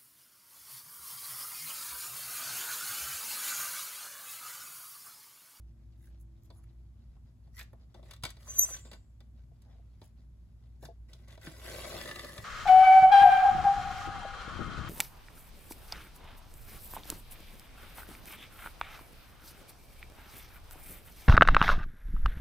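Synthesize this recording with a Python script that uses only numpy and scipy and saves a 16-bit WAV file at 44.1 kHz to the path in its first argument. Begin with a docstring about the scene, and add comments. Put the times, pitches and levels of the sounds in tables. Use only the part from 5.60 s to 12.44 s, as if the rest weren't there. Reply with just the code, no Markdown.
"""A small room with a low hum: a plastic paper trimmer on a desk, close under a camera's two microphone ports.
Fingers shift a card in noise swishes, the rail clacks down in noise bursts that ring its modes,
and the blade carriage squeaks in stick-slip tones as it is pushed up the rail.
The blade is pressed in with small knocks, then drawn back through the card in one rasping cut of tiny slips."""
import sys
import numpy as np
from scipy import signal
from scipy.fft import rfft, irfft, next_fast_len
from scipy.io import wavfile
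from scipy.ndimage import uniform_filter1d, map_coordinates

SR = 44100
rng = np.random.default_rng(int(sys.argv[2]) if len(sys.argv) > 2 else 0)


def transcribe(signal):
    """Save signal, clipped to [-1, 1], as a 16-bit WAV file at the path in sys.argv[1]."""
    frames = np.atleast_2d(signal).T
    limited = np.clip(frames, -1, 1)
    pcm = np.round(limited * 32767).astype(np.int16)
    wavfile.write(sys.argv[1], SR, pcm)


N = 301644
TIME = np.arange(N) / SR  # s
SIZE = 2 * next_fast_len(N // 2 + SR // 4)  # padded transform length, samples
HZ = np.fft.rfftfreq(SIZE, 1 / SR)
TOP_HZ = 15830  # the camera's band limit


def amp(db):
    """Decibels to gain."""
    return 10 ** (np.asarray(db) / 20)


def unit(x):
    """Scale to rms 1."""
    return x / np.sqrt(np.mean(x ** 2) + 1e-20)


def along(points, hz=HZ):
    """(Hz, value) points read on a log frequency axis."""
    f, v = np.transpose(points)
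    return np.interp(np.log(hz + 1), np.log(f + 1), v)


def curves(rows):
    """A gate that opens at the first row and closes just after the last, then each column per sample."""
    s, *columns = np.transpose(rows)
    opening = np.clip((TIME - s[0]) / 0.0047, 0, 1)
    closing = np.clip((s[-1] - TIME) / 0.034 + 2, 0, 1)
    return [opening * closing] + [np.interp(TIME, s, column) for column in columns]


def wobble(rate):
    """A smooth random curve, rate knots a second."""
    knots = rng.standard_normal(int(N * rate / SR) + 4)
    return map_coordinates(knots, [TIME * rate])


def filtered(x, response):
    """x through a frequency response."""
    return irfft(rfft(x, SIZE) * response, SIZE)[..., :N]


def causal(gain):
    """The minimum-phase response with this gain, by folding the cepstrum."""
    cepstrum = irfft(np.log(np.maximum(gain, 1e-6)))
    cepstrum[1:SIZE // 2] *= 2
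    cepstrum[SIZE // 2 + 1:] = 0
    return np.exp(rfft(cepstrum))


def band(x, hz, octaves):
    """One band of x around hz, rms 1."""
    edge = 2 ** (octaves / 2)
    limits = [hz / edge, min(hz * edge, TOP_HZ)]
    return unit(signal.sosfilt(signal.butter(2, limits, "bandpass", fs=SR, output="sos"), x))


def grains(rate, spread_db):
    """Tiny slips and fibre snaps of uneven size, rate a second on average, rms 1."""
    moments = rng.random(N) < rate / SR
    sizes = rng.standard_normal(N) * amp(spread_db * rng.standard_normal(N))
    return unit(moments * sizes)


def patchy(x, depth_db):
    """The colour drifts in narrow patches as the points of contact change."""
    z = signal.stft(x, nperseg=512)[2]
    field = uniform_filter1d(rng.standard_normal(z.shape), size=3, axis=0)
    field = uniform_filter1d(field, size=16, axis=1)
    return signal.istft(z * unit(amp(depth_db * unit(field))), nperseg=512)[1][:N]


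SWELL_DB, SWELL_SHAPE = 19.5, 1.57  # fall at the ends of the rise and fall; roundness of the top


def swell(s, rise, fall):
    """Level in dB of a movement that gathers, peaks at s and eases off."""
    distance = np.maximum((s - TIME) / rise, (TIME - s) / fall)
    return -SWELL_DB * np.clip(distance, 0, 10) ** SWELL_SHAPE


def struck(s, attack, t60):
    """Gain of something struck at s: a quick rise and a steady decay."""
    age = np.maximum(TIME - s, 0)
    return (1 - np.exp(-age / attack)) * amp(-60 * np.minimum(age / t60, 4))


TOP_DB, TOP_GROWS = -6, 0.32  # treble under the middle register; dB more per dB of brightness


def shades(db, bright_db):
    """Low, middle and high levels: a brighter touch has less knock and more treble."""
    return db - bright_db, db, db + TOP_DB + TOP_GROWS * bright_db


# the two microphone ports, lead of the left over the right: f/Hz, phase/rad
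PORT_LEAD = [(100, 0), (700, .9), (1500, 0), (3100, 1.4), (4500, 1.9), (5500, 2.6), (6800, .1),
             (9100, -3.14), (11300, -6.28), (13500, -9.42), (15600, -12.5)]
# left minus right at the ports: f/Hz, level/dB
PORT_TILT = [(100, -0.5), (300, 0), (550, 3), (1000, 3.5), (2000, 1), (4000, 2), (12000, -1)]


def ports():
    """Left and right responses to a sound from the desk: opposite halves of the level and phase gap."""
    half = amp(along(PORT_TILT) / 2) * np.exp(.5j * along(PORT_LEAD))
    return np.array([half, 1 / half])


# ringing of trimmer base and rail over the broad response:
# f/Hz, width/Hz, level/dB with the carriage at the far end, level/dB at the near end
TRIMMER_MODES = [(345.5, 40.9, 6.5, 5.5), (582, 170, 9.5, 15.5), (678, 70, 10.5, -3.5),
                 (790, 130, 4.5, 1.5), (1120, 60, 11, 4), (1215, 130, -4.5, 13), (1550, 110, 9.5, -0.5),
                 (1740, 120, -9, 15), (1979, 210, 8.5, 15), (2252, 110, 6, 2.5), (2730, 220, 3, 6.5),
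                 (3445, 220, 1.5, 5.5), (4200, 220, -4, 5.5), (4770, 260, 2, 4)]
# edges between the low, middle and high registers: f/Hz
REGISTER_EDGES = (1000, 6000)


def registers(spectrum, nearness, coupling=1):
    """Low, middle and high stereo responses, each of unit power; coupling is how strongly the trimmer rings."""
    peaks = 0
    for hz, width, far_db, near_db in TRIMMER_MODES:
        peak_db = far_db + nearness * (near_db - far_db)
        peaks = peaks + peak_db / (1 + (2 * (HZ - hz) / width) ** 2)
    body = amp(along(spectrum) + coupling * peaks)
    low, below_top = (1 / (1 + (HZ / hz) ** 12) for hz in REGISTER_EDGES)
    shares = (low, (1 - low) * below_top, 1 - below_top)
    pair = ports()
    parts = [causal(body * np.sqrt(share)) * pair for share in shares]
    return [part / np.sqrt(np.mean(np.abs(part.mean(0)) ** 2)) for part in parts]


# likeness of steady noise at the two ports: f/Hz, likeness/-1 to 1
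PORT_LIKENESS = [(60, 0.93), (130, 0.9), (290, 0.74), (640, 0.35), (1400, .15), (6200, .1), (8400, .8),
                 (15000, .85)]


def rush(spectrum):
    """Steady stereo noise, more or less alike at the ports by frequency, rms 1."""
    turn = np.arccos(np.clip(along(PORT_LIKENESS), -1, 1)) / 2
    mix = np.array([np.cos(turn), np.sin(turn)])
    mid, side = filtered(rng.standard_normal((2, N)), amp(along(spectrum)) * mix)
    return unit(np.array([mid + side, mid - side]))


# low rumble, relative spectrum: f/Hz, level/dB
RUMBLE = [(12, -69.5), (20, -32.5), (38, -14.5), (60, 0), (71, -17.5), (81, -8), (109, -7.5), (201, -22),
          (239, -17.5), (264, -27.5), (400, -35), (520, -68), (880, -120)]
# faint hiss, relative spectrum: f/Hz, level/dB
HISS = [(150, -2), (300, -8.5), (600, -0.5), (1000, -6.5), (2000, -13.5), (4000, -17.5), (8000, -17.5),
        (13000, -19.5), (15000, -27), (16000, -36.5)]
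# hum tones, mean level before a slight waver: f/Hz, level/dB
HUM_TONES = [(59, -54.5), (102.3, -68), (120, -68.5)]
# a faint 335 Hz tone dying away: t/s, level/dB
FADING_DRONE = [(0, -75.5), (0.9, -71), (1.25, -76.5), (1.5, -98), (1.7, -120)]


def background():
    """Low rumble, a wavering hum of sines, a fading drone and faint steady hiss."""
    hum = 0
    for hz, db in HUM_TONES:
        tone = unit(np.sin(2 * np.pi * hz * TIME + 0.6 * wobble(3.9)))
        hum = hum + amp(db + 0.5 * wobble(8.5)) * tone
    gate, drone_db = curves(FADING_DRONE)
    drone = gate * amp(drone_db) * np.sin(2 * np.pi * 335 * TIME + 0.3 * wobble(6.7))
    rumble = amp(-56.5) * rush(RUMBLE)
    hiss = amp(-79.0) * filtered(rush(HISS), ports())
    return hum + drone + rumble + hiss


# decay of the room: f/Hz, t60/s
ROOM_DECAY = [(150, 0.21), (1000, 0.26), (5000, 0.22), (14000, 0.08)]


def room(x):
    """A short diffuse answer from the desk and walls: decaying noise, different at each port."""
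    hz, t, z = signal.stft(rng.standard_normal((2, SR // 2)), SR, nperseg=256)
    decay = amp(-60 * t / along(ROOM_DECAY, hz)[:, None])
    tail = signal.istft(z * decay, SR, nperseg=256)[1]
    tail = np.pad(tail / np.linalg.norm(tail[0]), ((0, 0), (SR // 250, 0)))  # starts 4 ms late
    return signal.fftconvolve(x, tail, axes=1)[:, :N]


def clutter(x):
    """Things on the desk scatter the middle frequencies back within milliseconds, differently to each port."""
    t = np.arange(SR // 40) / SR
    copies = rng.standard_normal((2, len(t))) * t * np.exp(-t / 0.0013)
    response = rfft(copies / np.linalg.norm(copies[0]), SIZE)
    around_3_khz = np.exp(-np.log((HZ + 1) / 3000) ** 2)
    return filtered(x, response * around_3_khz)


# part of a sliding sound that arrives scattered: f/Hz, share/0-1
SCATTERED_SHARE = [(200, .03), (600, .1), (1000, .22), (1800, .18), (2600, .5), (4000, .5), (5800, .68),
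                   (7000, .25), (9000, .06), (12000, .12)]


def scattered(x):
    """Moving hands and card scatter part of a sliding sound along ever-changing paths to each port."""
    share = np.clip(along(SCATTERED_SHARE), 0, 1)
    z = signal.stft(filtered(x, np.sqrt(share)), nperseg=128)[2]
    real, imag = uniform_filter1d(rng.standard_normal((2, *z.shape)), size=16, axis=-1)
    turned = z * np.exp(1j * np.arctan2(imag, real))  # slowly changing random phase
    paths = signal.istft(turned, nperseg=128)[1][:, :N]
    return filtered(x, np.sqrt(1 - share)) + np.sqrt(2) * paths


# broad response to the sliding carriage, shared by fingers and blade catches: f/Hz, level/dB per Hz
SLIDE_RESPONSE = [(60, -3), (200, 1.5), (420, -1.5), (800, -8.5), (1400, -12.5), (2600, -14.5), (3800, -11),
                  (4600, -12), (6000, -15), (8500, -14), (11000, -13.5), (13500, -18.5), (16000, -23.5)]


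def fidgets():
    """The resting fingers keep making faint, dull shuffles on the card: grains in slow random swells."""
    shuffle = amp(5 * np.minimum(wobble(22), 2) - 85) * grains(3000, spread_db=2)
    low, middle, _ = registers(SLIDE_RESPONSE, 0, coupling=0.35)
    return filtered(shuffle, low + amp(-4.5) * middle)


# broad response of the rubbed card: f/Hz, level/dB per Hz
CARD_RESPONSE = [(150, 16), (1200, -9), (1800, 0.5), (2700, -10), (5000, -6), (7000, -8), (10000, -4),
                 (13000, -3.5), (16000, -13.5)]
# fingers and card rubbing: t/s at the loudest, rise/s, rasp level/dB, hiss level/dB
CARD_RUBS = [(0.454, 0.079, -77, -71.5), (0.614, 0.026, -99, -70), (0.85, 0.04, -99, -76.5),
             (0.969, 0.059, -99, -74.5), (1.039, 0.014, -81, -75.5), (1.996, 0.054, -58.5, -58),
             (2.133, 0.0067, -99, -74.5), (4.108, 0.051, -77, -90.5), (4.449, 0.062, -71.5, -73.5),
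             (5.248, 0.04, -66, -61)]
RUB_FALL = .8  # fall time over rise time


def rubs():
    """Skin and card slide in short dry swishes that also stir the trimmer's base."""
    rasp, hiss = 0, 0
    for s, rise, rasp_db, hiss_db in CARD_RUBS:
        shape = amp(swell(s, rise, RUB_FALL * rise))
        rasp = rasp + amp(rasp_db) * shape
        hiss = hiss + amp(hiss_db) * shape
    out = 0
    for gain, response in zip((amp(-6.0) * rasp, rasp, hiss), registers(CARD_RESPONSE, 0.39, coupling=0.1)):
        grit = patchy(grains(2000, spread_db=3.5), depth_db=5.5)
        out = out + filtered(gain * grit, response)
    return out


# brief scuffs of fingers, card and carriage: t/s at the loudest, rise and fall/s, centre f/Hz, level/dB
COLOURED_SCUFFS = [(0.992, 0.054, 880, -75), (1.57, 0.022, 950, -77), (2.007, 0.027, 1970, -51.5),
                   (2.878, 0.014, 1180, -57.5), (3.04, 0.02, 1180, -58), (3.093, 0.0139, 1015, -55.5),
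                   (3.114, .025, 663, -59), (3.15, .017, 1980, -55), (4.1, 0.073, 660, -68.5),
                   (5.705, 0.04, 1990, -65.5), (5.845, 0.031, 1950, -60), (6.075, 0.066, 1760, -54)]


def scuffs():
    """Each scuff is a swell of grit in one band, set by where it touches."""
    grit = grains(3200, spread_db=-2.0)
    out = 0
    for s, span, hz, db in COLOURED_SCUFFS:
        out = out + band(grit, hz, octaves=.8) * amp(db + swell(s, span, span))
    return filtered(out, ports())


# the trimmer's base rocking against the desk under the hand: t/s, level/dB
BASE_KNOCKS = [(2.133, -50.5), (3.914, -57.5), (4.152, -60), (4.192, -57), (5.228, -41.5), (5.286, -37.5),
               (5.303, -47.5)]
# what the base rings with, relative to the knock: f/Hz, level/dB, t60/s
BASE_RINGS = [(404, -9, .055), (470, -3, .055), (680, 0, .06), (850, -10, .04)]


def rocking():
    """The base knocks softly on the desk: a short, dull, hollow thud of decaying sines."""
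    rings = 0
    for s, db in BASE_KNOCKS:
        for hz, mode_db, t60 in BASE_RINGS:
            tone = np.sin(2 * np.pi * hz * TIME + .5 * wobble(150))
            rings = rings + amp(db + mode_db) * struck(s, .005, t60) * tone
    return filtered(rings, ports())


# the desk giving under the harder pushes: t/s, f/Hz, level/dB
DESK_THUMPS = [(2.634, 118.5, -35), (5.242, 143, -47), (5.871, 320, -38), (5.872, 157, -37.5),
               (6.787, 111, -36)]


def thumps():
    """A few low cycles of the desk top: decaying sines."""
    out = 0
    for s, hz, db in DESK_THUMPS:
        out = out + amp(db) * struck(s, 0.002, 0.09) * np.sin(2 * np.pi * hz * (TIME - s))
    return out


# sharp ticks of a card edge or the blade: t/s, centre f/Hz, level/dB
EDGE_TICKS = [(1.039, 1600, -63.5), (2.011, 4700, -52), (2.027, 7000, -52), (2.13, 1270, -59.5),
              (3.089, 1007, -48), (3.142, 1970, -44), (5.254, 5150, -51.5), (5.532, 4300, -47),
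              (5.704, 3650, -56.5), (5.72, 3620, -58), (5.869, 1630, -40.5)]
CONTACT_ATTACK_S = .0009  # ticks and clacks alike


def ticks():
    """Each tick is a sudden burst of noise in one band that dies within milliseconds."""
    noise = rng.standard_normal(N)
    out = 0
    for s, hz, db in EDGE_TICKS:
        out = out + amp(db) * struck(s, CONTACT_ATTACK_S, t60=.024) * band(noise, hz, octaves=.9)
    return filtered(out, ports())


def strikes(blows, responses, lives):
    """Each blow (s, low, middle, high dB) is a sharp crack and a short rattle; lives are the rattles' t60 in s."""
    t = np.arange(SR // 5) / SR
    out = 0
    for column, (response, t60) in enumerate(zip(responses, lives)):
        force = np.zeros(N + SR)
        rattle, crack = amp(-60 * t / t60), 0.78 * amp(-60 * t / 0.0026)
        shape = (rattle + crack) * (1 - np.exp(-t / CONTACT_ATTACK_S))
        for s, *levels_db in blows:
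            burst = shape * rng.standard_normal(len(t))
            burst *= np.sqrt(0.0066 * SR) / np.linalg.norm(burst)  # the energy of 6.6 ms at rms 1
            force[round(s * SR):][:len(t)] += amp(levels_db[column]) * burst
        out = out + filtered(force[:N], response)
    return out


# broad response to a blow: f/Hz, level/dB per Hz
BLOW_RESPONSE = [(60, -7.5), (200, 7), (400, -2.5), (950, -3), (1400, -7), (2600, -10.5), (3400, -7),
                 (4300, -4), (6000, -13.5), (8500, -10.5), (11000, -14), (16000, -22.5)]
# plastic parts touching: t/s, clack level/dB, brightness/dB of the clack over the low knock
PLASTIC_CONTACTS = [(0.902, -66, -13.5), (1.874, -84, -19.5), (1.991, -53.5, 10), (2.01, -59, -3.5),
                    (2.13, -80, -25.5), (2.343, -63, -12), (2.428, -69.5, -13), (2.509, -53, 8),
                    (2.534, -57.5, 12.5), (2.563, -68, 17), (2.625, -62.5, 9), (2.635, -53.5, 25.5),
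                    (2.635, -39.5, 2.5), (2.651, -40.5, 5.5), (2.665, -54, 14), (2.69, -58.5, 5.5),
                    (2.703, -55, 22), (2.767, -66, -5.5), (3.165, -58, 13), (3.252, -66.5, -7.5),
                    (3.314, -56, 0), (3.331, -56, -4.5), (3.604, -67.5, -5), (4.019, -76.5, 31),
                    (4.415, -64.5, -13), (5.226, -67, -17), (5.252, -58, -6.5), (5.532, -66, 18),
                    (5.682, -65.5, 12), (5.775, -64.5, -11.5), (5.868, -68.5, -9)]


def contacts():
    """Plastic parts clack together and ring the rail; the highs die first."""
    blows = [(s, *shades(db, bright_db)) for s, db, bright_db in PLASTIC_CONTACTS]
    return strikes(blows, registers(BLOW_RESPONSE, 0.08, coupling=0.67), lives=(.08, .045, .025))


# the blade catching in the card late in the cut: t/s, clack level/dB
BLADE_CATCHES = [(6.412, -44), (6.456, -49), (6.475, -46.5), (6.49, -47), (6.512, -43.5), (6.558, -45.5),
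                 (6.593, -44.5), (6.645, -46), (6.73, -54), (6.779, -45)]
CATCH_KNOCK_DB, CATCH_TICK_DB = -4, -12  # relative to the clack


def catches():
    """The blade catches and snaps free, ringing the near end of the rail."""
    blows = [(s, db + CATCH_KNOCK_DB, db, db + CATCH_TICK_DB) for s, db in BLADE_CATCHES]
    return strikes(blows, registers(SLIDE_RESPONSE, 1.0, coupling=1.0), lives=(.06, .02, .016))


# the carriage gripped, jolted and pressed in: start t/s, length/s, rasp level/dB, brightness/dB
SHORT_SCRAPES = [(2.353, 0.039, -74.5, -13.5), (2.434, 0.11, -69.5, -2.5), (2.868, 0.065, -74, 5),
                 (3.134, 0.012, -60, 3), (3.246, 0.033, -67.5, -5.5), (3.32, 0.026, -63, -4),
                 (5.482, 0.082, -73, -2.5), (5.583, 0.07, -76.5, -6), (5.674, 0.074, -67, -1.5),
                 (5.79, 0.034, -75, 7)]
SCRAPE_ATTACK_S, SCRAPE_T60_S = .007, .12


def scrapes():
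    """Gains of body, rasp and hiss for the short scrapes: a quick attack, a hold and a release."""
    gains = 0
    for s, length, db, bright_db in SHORT_SCRAPES:
        attack = np.clip((TIME - s) / SCRAPE_ATTACK_S, 0, 1)
        release = amp(-60 * np.maximum(TIME - s - length, 0) / SCRAPE_T60_S)
        gains = gains + np.outer(amp(shades(db, bright_db)), attack * release)
    return gains


def driven(effort_db, law):
    """Gains of body, rasp and hiss, each growing with effort at its own rate."""
    return np.array([amp(db + grows * effort_db) for db, grows in law])


# carriage on the rail: t/s, place/0 far end - 1 near end
CARRIAGE_PLACE = [(2.7, 0.5), (3.2, 0.11), (5.95, 0.05), (6.1, .2), (6.3, 0.3), (6.47, 0.98), (6.75, 0.92)]
# one row each for body, rasp and hiss: slips/per s, share of the judder/ratio, patchiness/dB
STROKE_GRAIN = [(3000, 1.3, 1), (4500, .7, 1.1), (5000, .7, 2.2)]


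def stroke(gains, ends, judder_db, snag_db):
    """The carriage drags in uneven slips and snags; its place on the rail shifts the modes and an echo."""
    nearness = np.clip(curves(CARRIAGE_PLACE)[1], 0, 1)
    snags = (wobble(260) > 2) * snag_db  # rare catches of a few milliseconds
    judder = judder_db * (wobble(110) + .5 * wobble(35)) + snags
    echo_s = .0021 - 0.0011 * nearness
    out = 0
    for far, near, gain, (rate, share, patch_db) in zip(*ends, gains, STROKE_GRAIN):
        slips = patchy(grains(rate, spread_db=-1), patch_db) * amp(share * judder)
        echo = np.interp(TIME - echo_s, TIME, slips)
        slips = unit(slips + 0.19 * echo) * gain
        out = out + filtered(slips * (1 - nearness), far) + filtered(slips * nearness, near)
    return out


# how hard the blade is drawn through the card, counted from its strongest: t/s, effort level/dB
CUT_EFFORT = [(5.81, -64), (5.87, -50), (5.902, -58), (5.98, -59.5), (6.062, -48.5), (6.236, -45),
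              (6.42, -46.5), (6.53, -49.5), (6.82, -54.5)]
# body, rasp and hiss of the push: level/dB at full effort, growth/dB per dB of effort
PUSH_GROWTH = [(-60.5, 2.5), (-56.5, 2.5), (-50.5, 4)]
# body, rasp and hiss of the cut: level/dB at full effort, growth/dB per dB of effort
CUT_GROWTH = [(-46, 1.18), (-48.5, 0.93), (-54, 0.81)]
PUSH_S, PUSH_RISE_S, PUSH_FALL_S = 3.063, 0.55, 0.31  # the push is one swell


def carriage():
    """A light, chattering push up the rail and short scrapes, then the gritty cut back through the card's fibres."""
    ends = registers(SLIDE_RESPONSE, 0), registers(SLIDE_RESPONSE, 0.93)
    sliding = driven(swell(PUSH_S, PUSH_RISE_S, PUSH_FALL_S), PUSH_GROWTH) + scrapes()
    gate, effort_db = curves(CUT_EFFORT)
    cutting = gate * driven(effort_db - effort_db.max(), CUT_GROWTH)
    push = stroke(sliding, ends, judder_db=1.8, snag_db=4)
    cut = stroke(cutting, ends, judder_db=1.15, snag_db=1.5)
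    return push + cut


def squeak(hz, gain, octave_gain, waver, rough, flutter_db):
    """A stick-slip tone and its octave, unsteady in pitch and strength."""
    unrest = np.minimum(1, np.sqrt(gain / amp(-41.5)))  # a weak tone is steadier
    phase = 2 * np.pi * np.cumsum(hz * (1 + waver * unrest * wobble(570))) / SR
    phase += rough * unrest * wobble(2200)
    tone = gain * np.sin(phase) + octave_gain * np.sin(2 * phase)
    return amp(flutter_db * wobble(220)) * tone


# the carriage sticking and slipping on a rail mode, one row a squeal:
# t/s at the loudest, rise and fall/s, f/Hz, level/dB, octave level/dB
RAIL_SQUEALS = [(2.905, 0.033, 6250, -39, -69.5), (2.971, 0.033, 6200, -35.5, -66),
                (2.993, 0.0096, 6207, -17.5, -14.5), (3.018, 0.017, 6260, -25, -27),
                (3.031, .018, 5980, -24.5, -39.5), (3.046, 0.011, 6133, -27.5, -47),
                (3.082, .09, 6350, -48.5, -65.5), (3.14, 0.041, 6115, -36, -59)]


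def squeal():
    """The rail squeals in bursts, the strongest weighing most on the pitch; it reaches the right port first."""
    _, _, hz, db, octave_db = np.transpose(RAIL_SQUEALS)
    bursts = np.array([amp(swell(s, span, span)) for s, span, *_ in RAIL_SQUEALS])
    gain = amp(db) @ bursts
    octave_gain = amp(octave_db) @ bursts
    pitch = (hz * amp(db)) @ bursts / gain
    tone = squeak(pitch, gain, octave_gain, waver=.004, rough=.11, flutter_db=1.9)
    lag = np.exp(-1j * np.pi * HZ * .0001)  # half of a 0.1 ms gap between the ports
    return filtered(tone, np.array([lag, 1 / lag]))


# strands of the fading chirp: pitch/ratio to the sweep, level/dB relative to the tail
CHIRP_STRANDS = [(.959, -2), (1.005, 0), (1.052, -8), (1.101, 0)]
# the squeak sweeps up from the rail mode, then sinks back as the push slows
SWEEP_START_S, SWEEP_TOP_S, SWEEP_BEND, SETTLE_S = 2.985, 3.053, 2.1, .085
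SWEEP_START_HZ, SWEEP_TOP_HZ, SETTLED_HZ = 6250, 8650, 7300
CHIRP_S, CHIRP_RISE_S, CHIRP_FALL_S, CHIRP_DB = 3.014, .028, .06, -30
OCTAVE_S, OCTAVE_RISE_S, OCTAVE_FALL_S, OCTAVE_DB = 3.006, 0.022, 0.031, -28.5
TAIL_S, TAIL_DB, TAIL_FADE_DB_PER_S = 3.05, -56.5, 55
STOP_S, STOP_FADE_DB_PER_S = 3.28, 60  # extra fade once the carriage stops


def chirp():
    """A rougher squeak sweeps up ever faster, then leaves strands that sink and fade."""
    climb = np.clip((TIME - SWEEP_START_S) / (SWEEP_TOP_S - SWEEP_START_S), 0, 1) ** SWEEP_BEND
    sink = 1 - np.exp(-(np.maximum(TIME - SWEEP_TOP_S, 0) / SETTLE_S) ** 2)
    hz = SWEEP_START_HZ + (SWEEP_TOP_HZ - SWEEP_START_HZ) * climb - (SWEEP_TOP_HZ - SETTLED_HZ) * sink
    gain = amp(CHIRP_DB + swell(CHIRP_S, CHIRP_RISE_S, CHIRP_FALL_S))
    octave_gain = amp(OCTAVE_DB + swell(OCTAVE_S, OCTAVE_RISE_S, OCTAVE_FALL_S))
    sweep = squeak(hz, gain, octave_gain, waver=.015, rough=.17, flutter_db=2)
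    age = np.maximum(TIME - TAIL_S, 0)
    stop_fade_db = STOP_FADE_DB_PER_S * np.maximum(TIME - STOP_S, 0)
    tail = np.minimum(age / 0.026, 1) * amp(TAIL_DB - TAIL_FADE_DB_PER_S * age - stop_fade_db)
    strands = 0
    for ratio, db in CHIRP_STRANDS:
        strands = strands + squeak(ratio * hz, amp(db) * tail, 0, waver=.02, rough=.3, flutter_db=3)
    return filtered(sweep + strands, ports())


def scene():
    """The trimmer and hands on the desk, with the room's answer and background."""
    knocks = contacts() + catches() + ticks() + thumps()
    sliding = scattered(carriage() + rubs() + scuffs() + fidgets())
    desk = knocks + amp(-0.5) * clutter(knocks) + sliding
    squealing = squeal() + chirp()
    answer = amp(-12.0) * room(desk + amp(-4.0) * squealing)
    return background() + answer + rocking() + desk + squealing


def record(dry):
    """The camera keeps nothing above its band limit."""
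    return filtered(dry, HZ < TOP_HZ)


dry = scene()
out = record(dry)
transcribe(out)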